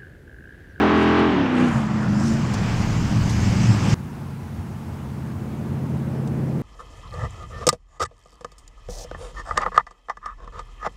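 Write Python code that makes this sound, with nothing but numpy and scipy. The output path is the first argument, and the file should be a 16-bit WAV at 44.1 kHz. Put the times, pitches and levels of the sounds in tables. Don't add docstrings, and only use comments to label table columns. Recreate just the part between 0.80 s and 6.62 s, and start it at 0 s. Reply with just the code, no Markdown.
import sys
import numpy as np
from scipy import signal
from scipy.fft import rfft, irfft, next_fast_len
from scipy.io import wavfile
from scipy.ndimage import uniform_filter1d, map_coordinates

SR = 44100
rng = np.random.default_rng(int(sys.argv[2]) if len(sys.argv) > 2 else 0)


def dump(signal):
    limited = np.clip(np.atleast_2d(signal).T, -1, 1)
    pcm = np.round(limited * 32767).astype(np.int16)
    wavfile.write(sys.argv[1], SR, pcm)


N = 256662
T = np.arange(N) / SR
CUT_S = 3.142


# start_s, cycle_hz, lag_s, voice
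THROTTLE_MOVES = [(0, 42.5, .05, 0), (.27, 43.2, .03, 0), (.465, 30.7, .057, 1), (.87, 26.9, .035, 2),
                  (1.15, 25.4, .045, 2), (1.35, 28.4, .037, 2), (1.6, 22.5, .033, 3), (2.9, 20.6, .07, 3)]
def engine():
    last_hz, last_voice = 42.05, 0
    cycle_hz, voice, lifts = np.full(N, last_hz), np.zeros(N), np.zeros(N)
    for start_s, hz, lag_s, new_voice in THROTTLE_MOVES:
        cycle_hz += (hz - last_hz) * settle(start_s, lag_s)
        voice += (new_voice - last_voice) * settle(start_s, lag_s)
        age = since(start_s) / 0.075
        lifts += (new_voice - last_voice) * age * np.exp(1 - age)
        last_hz, last_voice = hz, new_voice
    roughness = 0.037 + 0.048 * voice + 0.32 * lifts
    return cycle_hz, voice, roughness


# order, relative_db
PULLING_ORDERS = [(1, -44.5), (2, -7), (3, -11), (4, -8), (5, 1), (6, -1.5), (7, 1.5), (8, -2), (9, -3),
                  (10, -1.5), (11, -14.5), (12, -17), (13, -16.5), (14, -19), (15, -10), (16, -15),
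                  (17, -15.5), (18, -14.5), (19, -7.5), (20, -16), (21, -9.5), (22, -22), (23, -15.5),
                  (24, -11.5), (25, -31.5), (26, -8), (27, -15), (28, -12), (29, -25), (30, -14),
                  (31, -16.5), (32, -21), (33, -27), (34, -41), (35, -14), (36, -36), (37, -34.5),
                  (38, -24), (39, -17.5), (40, -21.5)]
EASING_ORDERS = [(1, -40), (2, -34), (3, -16), (4, -24), (5, -12), (6, -12.5), (7, -14), (8, 1.5), (9, -19),
                 (10, -11.5), (11, -11), (12, -19.5), (13, -30), (14, -22), (15, -19), (16, -21.5),
                 (17, -28), (18, -21), (19, -33), (20, -37), (21, -42), (22, -28), (23, -41), (24, -30),
                 (25, -34), (26, -18.5), (27, -38), (28, -29)]
ROLLING_ORDERS = [(1, -20), (2, -29), (3, -27), (4, -13), (5, -1), (6, -28), (7, -9.5), (8, 3), (9, -15),
                  (10, -12), (11, -13.5), (12, -10.5), (13, -24), (14, -22.5)]
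CRUISING_ORDERS = [(1, -26), (2, -21), (3, -23.5), (4, -10), (5, 8), (6, -27.5), (7, 0.5), (8, -11),
                   (9, -2), (10, -7.5), (11, -14), (12, -22), (13, -5.5), (14, -17)]
# freq_hz, gain_db
RASP_EQ = [(25, -33), (55, -22), (75, -3), (110, 6), (260, 14.5), (420, 10.5), (560, -12.5), (1000, 7),
           (1600, 2.5), (2200, -1), (3000, 0.5), (4000, -10.5), (6000, -22.5), (8000, -37.5), (14000, -78)]
BUZZ_EQ = [(700, -48), (1000, -14), (1700, 5.5), (2400, -0.5), (3000, -7.5), (4000, -12.5), (6000, -24),
           (9000, -45), (14000, -72)]
# peak_s, note_gain_db, rasp_gain_db, half_length_s
EXHAUST_BOOMS = [(.4, 1, 1, 0.032), (0.623, 3, 0.5, .03), (.815, 8.5, 5, 0.051), (1.402, 7, -9, .11),
                 (2.35, 4.5, 2, 0.086), (2.86, 6, -1, .12)]
def exhaust_leaving(lift_off_s=0.38):
    cycle_hz, voice, roughness = engine()
    boom_db, bark_db = swells(EXHAUST_BOOMS)
    note_db = -16.5 - 8 * settle(lift_off_s, lag_s=0.17) - 0.5 * T + boom_db
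    rasp_db = -25.5 - 22 * since(lift_off_s) + bark_db
    stumble = 0.0595 * roughness * wander(rate_hz=28)
    cycles = np.cumsum(cycle_hz) / SR + stumble
    voices = [PULLING_ORDERS, EASING_ORDERS, ROLLING_ORDERS, CRUISING_ORDERS]
    note = exhaust_note(cycles, voices, voice, roughness, flicker_hz=23.97)
    rasp = noise(RASP_EQ, patchy_db=1.5) * puffs(cycles, depth=0.23, lope=0.047)
    grain = rng.standard_normal(1024)
    buzz = colour(np.interp(cycles, np.arange(1024) / 1024, grain, period=1), BUZZ_EQ)
    return from_db(note_db) * note + from_db(rasp_db) * (rasp + from_db(-3) * buzz)


# order, relative_db
IDLE_ORDERS = [(1, -35), (2, -35), (3, -37), (4, -34), (5, -7), (6, -13), (7, -40), (8, 1.5), (9, -7),
               (10, -7.5), (11, -13), (12, -12.5), (13, -7.5), (14, -12), (15, -13), (16, -15.5), (17, -21),
               (18, -23), (19, -15), (20, -14.5), (21, -18.5), (22, -19.5), (23, -18.5), (24, -28),
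               (25, -44), (26, -15.5), (27, -29), (28, -45)]
# freq_hz, gain_db
IDLE_NOTE_EQ = [(50, -18), (85, -12.5), (125, -2), (215, 2), (500, -7)]
FLUTTER_EQ = [(20, -44), (70, -19), (140, 4), (220, 3), (320, 1.5), (470, 1), (650, -6.5), (1200, -19),
              (3000, -60)]
def exhaust_returning(start_hz=18.05, idle_hz=16.68, settle_s=0.39):
    cycle_hz = idle_hz + (start_hz - idle_hz) * np.exp(-since(CUT_S) / settle_s)
    cycles = np.cumsum(cycle_hz) / SR
    nearness = settle(start_s=4.01, lag_s=0.39)
    note_db = np.interp(nearness, [0, 1], [-34.5, -24])
    flutter_db = np.interp(nearness, [0, 1], [-49, -33])
    note = exhaust_note(cycles, [IDLE_ORDERS], np.zeros(N), roughness=0.15, flicker_hz=7)
    flutter = noise(FLUTTER_EQ, patchy_db=0.8) * puffs(cycles, depth=0.092, lope=0.1)
    return from_db(note_db) * colour(note, IDLE_NOTE_EQ) + from_db(flutter_db) * flutter


def exhaust_note(cycles, voices, voice, roughness, flicker_hz):
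    note, slots = np.zeros(N), np.arange(len(voices))
    for order in range(1, max(map(len, voices)) + 1):
        gains = [from_db(rows[order - 1][1]) if order <= len(rows) else 0 for rows in voices]
        flicker, jitter = roughness * wander(flicker_hz), roughness * wander(flicker_hz)
        phase = 2 * np.pi * (order * cycles + rng.random())
        partial = (1 + flicker) * np.cos(phase) + jitter * np.sin(phase)
        note += np.interp(voice, slots, gains) * partial
    voice_rms = [np.sqrt(sum(from_db(db) ** 2 for _, db in rows) / 2) for rows in voices]
    return note / np.interp(voice, slots, voice_rms) / np.sqrt(1 + 2 * roughness ** 2)


def puffs(cycles, depth, lope):
    phase = 2 * np.pi * cycles
    return unit(np.exp(depth * np.cos(8 * phase) + lope * np.cos(phase)))


# freq_hz, gain_db
TYRE_EQ = [(200, -22.5), (500, 4.5), (800, 5), (1200, 5), (1800, -2.5), (2800, -30), (5000, -44),
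           (10000, -53.5)]
def tyres_leaving(roll_start_s=0.5):
    spin = from_db(-22.5 - 91.5 * T)
    roll = settle(roll_start_s, lag_s=0.037) * from_db(-29 - 5.5 * since(roll_start_s))
    return (spin + roll) * noise(TYRE_EQ, patchy_db=2)


# freq_hz, gain_db
SLOW_TYRE_EQ = [(20, -16), (60, 7.5), (400, -4), (900, 1.5), (1300, -4), (2000, -10), (3000, -17),
                (4200, -39), (8000, -45)]
def tyres_returning():
    return from_db(-44 + 0.5 * since(CUT_S)) * noise(SLOW_TYRE_EQ, patchy_db=1.15)


# freq_hz, gain_db
BUFFET_EQ = [(20, -24.5), (60, -14.5), (95, 0), (150, 1), (210, 2), (280, -15), (380, -20.5), (600, -61)]
RUMBLE_EQ = [(8, -11), (25, -4), (50, -7.5), (75, 3.5), (130, -4), (300, -57)]
TREE_EQ = [(100, -6.5), (330, 7), (560, -0.5), (850, 1.5), (1300, -3.5), (2100, -4), (2900, -5.5),
           (3800, -13.5), (5000, -9.5), (9000, -48.5), (15000, -55)]
# peak_s, buffet_gain_db, roar_gain_db, rustle_gain_db, half_length_s
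GUST_SWELLS = [(1.12, -2, -1, -3, .07), (1.48, -1, 0, 8.5, 0.073), (1.863, 0, 4, 2, 0.16),
               (2.78, 0, 0.5, 1.8, 0.046), (2.99, 0.5, 0, -3, 0.045), (3.12, -1.5, 2, 2, 0.027)]
# peak_s, level_db, half_length_s
ROLLING_EDDIES = [(0.926, -33, 0.038), (1.333, -41, 0.03), (2.003, -29, 0.21), (2.52, -28, 0.2)]
# peak_s, level_db, pitch_hz, half_length_s
EDDY_THUMPS = [(.96, -15, 128.6, 0.024), (2.903, -6.5, 114, 0.022), (3.135, -7, 133, 0.0047)]
def wind():
    buffet_db, roar_db, _ = swells(GUST_SWELLS)
    buffet_gain = gust(before_db=-41, arrival_db=-27.5, growth_db_per_s=2.75) * from_db(buffet_db)
    rumble_gain = gust(before_db=-68.5, arrival_db=-48, growth_db_per_s=5) + surges(ROLLING_EDDIES)
    roar_gain = gust(before_db=-52, arrival_db=-42, growth_db_per_s=4.88) * from_db(roar_db)
    air = buffet_gain * noise(BUFFET_EQ, patchy_db=1)
    air += rumble_gain * noise(RUMBLE_EQ, patchy_db=-0.5)
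    air += roar_gain * noise(TREE_EQ, patchy_db=1)
    for peak_s, level_db, pitch_hz, half_length_s in EDDY_THUMPS:
        envelope = from_db(level_db) * np.exp(-((T - peak_s) / half_length_s) ** 2)
        air -= envelope * np.cos(2 * np.pi * pitch_hz * (T - peak_s))
    return air


def gust(before_db, arrival_db, growth_db_per_s, start_s=0.74):
    rise_db = arrival_db - before_db + growth_db_per_s * since(start_s)
    return from_db(before_db + settle(start_s, lag_s=0.035) * rise_db)


# freq_hz, gain_db
LEAF_EQ = [(1500, -17), (3500, -11.5), (4400, -3.5), (5200, 2.5), (6300, 1.5), (7500, -1.5), (8800, -11),
           (10500, -18.5), (13000, -22), (16000, -43)]
BUSH_EQ = [(2500, -29), (5000, -6.5), (7000, 8), (9000, -1), (11300, -7.5), (12500, -19), (15500, -28.5)]
# peak_s, level_db, half_length_s
BUSH_FLURRIES = [(0.217, -54.5, 0.042), (.395, -54, 0.0047), (0.785, -55, 0.045), (0.946, -49.5, 0.079)]
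def leaves():
    _, _, rustle_db = swells(GUST_SWELLS)
    tree_gain = gust(before_db=-58, arrival_db=-52.5, growth_db_per_s=5.86) * from_db(rustle_db)
    trees = rustle(LEAF_EQ, ticks_per_s=2700, spread_db=1.5, ticks_db=-7.5)
    bush = rustle(BUSH_EQ, ticks_per_s=500, spread_db=3.5, ticks_db=0)
    return tree_gain * trees + surges(BUSH_FLURRIES) * bush


def rustle(eq, ticks_per_s, spread_db, ticks_db):
    sizes = rng.choice([-1, 1], N) * from_db(spread_db * np.minimum(rng.exponential(1, N), 4))
    ticks = (rng.random(N) < ticks_per_s / SR) * sizes
    return unit(noise(eq, patchy_db=2.5) + from_db(ticks_db) * colour(ticks, eq))


# freq_hz, gain_db
TWIG_EQ = [(1000, -20), (3500, -2), (5200, 1), (8000, -0.5), (10000, -16), (15500, -28)]
# start_s, peak_db, ring_s
TWIG_SNAPS = [(1.3992, -29.5, 0.04), (1.4564, -31, 0.041), (1.481, -28, 0.043), (1.4954, -41, 0.04),
              (1.537, -32, 0.04), (1.7377, -25, 0.046), (1.742, -24.5, 0.044), (2.4524, -37, 0.034),
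              (2.4942, -23, 0.13), (5.474, -31.5, 0.028)]
def twigs(crest_db=10):
    envelope = sum((T >= start_s) * from_db(peak_db - crest_db - 60 * since(start_s) / ring_s)
                   for start_s, peak_db, ring_s in TWIG_SNAPS)
    return envelope * noise(TWIG_EQ, patchy_db=2)


# freq_hz, gain_db
TRAFFIC_EQ = [(15, -38), (45, -28), (68, -7), (95, 1.5), (115, -5.5), (200, -8.5), (500, -51)]
HISS_EQ = [(100, 10.5), (3500, 2), (6000, -1), (9000, -4), (15500, -16)]
def calm_air():
    traffic = from_db(-34.5) * noise(TRAFFIC_EQ, patchy_db=1)
    return traffic + from_db(-54.5) * noise(HISS_EQ, patchy_db=1.1)


def noise(eq, patchy_db):
    spectrum = signal.stft(rng.standard_normal(N), nperseg=512)[2]
    patches = uniform_filter1d(rng.standard_normal(spectrum.shape), size=9, axis=0)
    patches = unit(uniform_filter1d(patches, size=10, axis=1))
    mottled = signal.istft(spectrum * from_db(patchy_db * patches), nperseg=512)[1][:N]
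    return colour(mottled, eq)


def colour(sound, eq):
    freq_hz, gain_db = np.transpose(eq)
    size = next_fast_len(N)
    bins_hz = np.fft.rfftfreq(size, 1 / SR)
    curve_db = np.interp(np.log(bins_hz + 1), np.log(freq_hz), gain_db)
    return unit(irfft(rfft(sound, size) * from_db(curve_db), size)[:N])


def wander(rate_hz):
    coarse_s = T[::128]
    drift = map_coordinates(rng.standard_normal(512), [coarse_s * rate_hz], order=3, mode="wrap")
    return np.interp(T, coarse_s, drift)


def since(start_s):
    return np.maximum(T - start_s, 0)


def settle(start_s, lag_s):
    age = since(start_s) / lag_s
    return 1 - (1 + age) * np.exp(-age)


def swell(peak_s, half_length_s):
    return np.exp(-0.5 * ((T - peak_s) / half_length_s) ** 2)


def swells(rows):
    return sum(np.outer(gains_db, swell(peak_s, half_s)) for peak_s, *gains_db, half_s in rows)


def surges(rows):
    return sum(from_db(level_db) * swell(peak_s, half_s) for peak_s, level_db, half_s in rows)


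def from_db(db):
    return 10 ** (np.asarray(db) / 20)


def unit(sound):
    return sound / np.sqrt(np.mean(sound ** 2) + 1e-20)


def scene():
    cut = np.clip(since(CUT_S) * SR / 64, 0, 1)
    departure = exhaust_leaving() + tyres_leaving() + wind() + leaves()
    approach = exhaust_returning() + tyres_returning() + calm_air()
    return ((1 - cut) * departure + cut * approach + twigs())[None]


def record(dry):
    lowpass = signal.firwin(511, 15800, window=("kaiser", 9), fs=SR)
    return signal.oaconvolve(dry, lowpass[None], "same")


dry = scene()
out = record(dry)
dump(out)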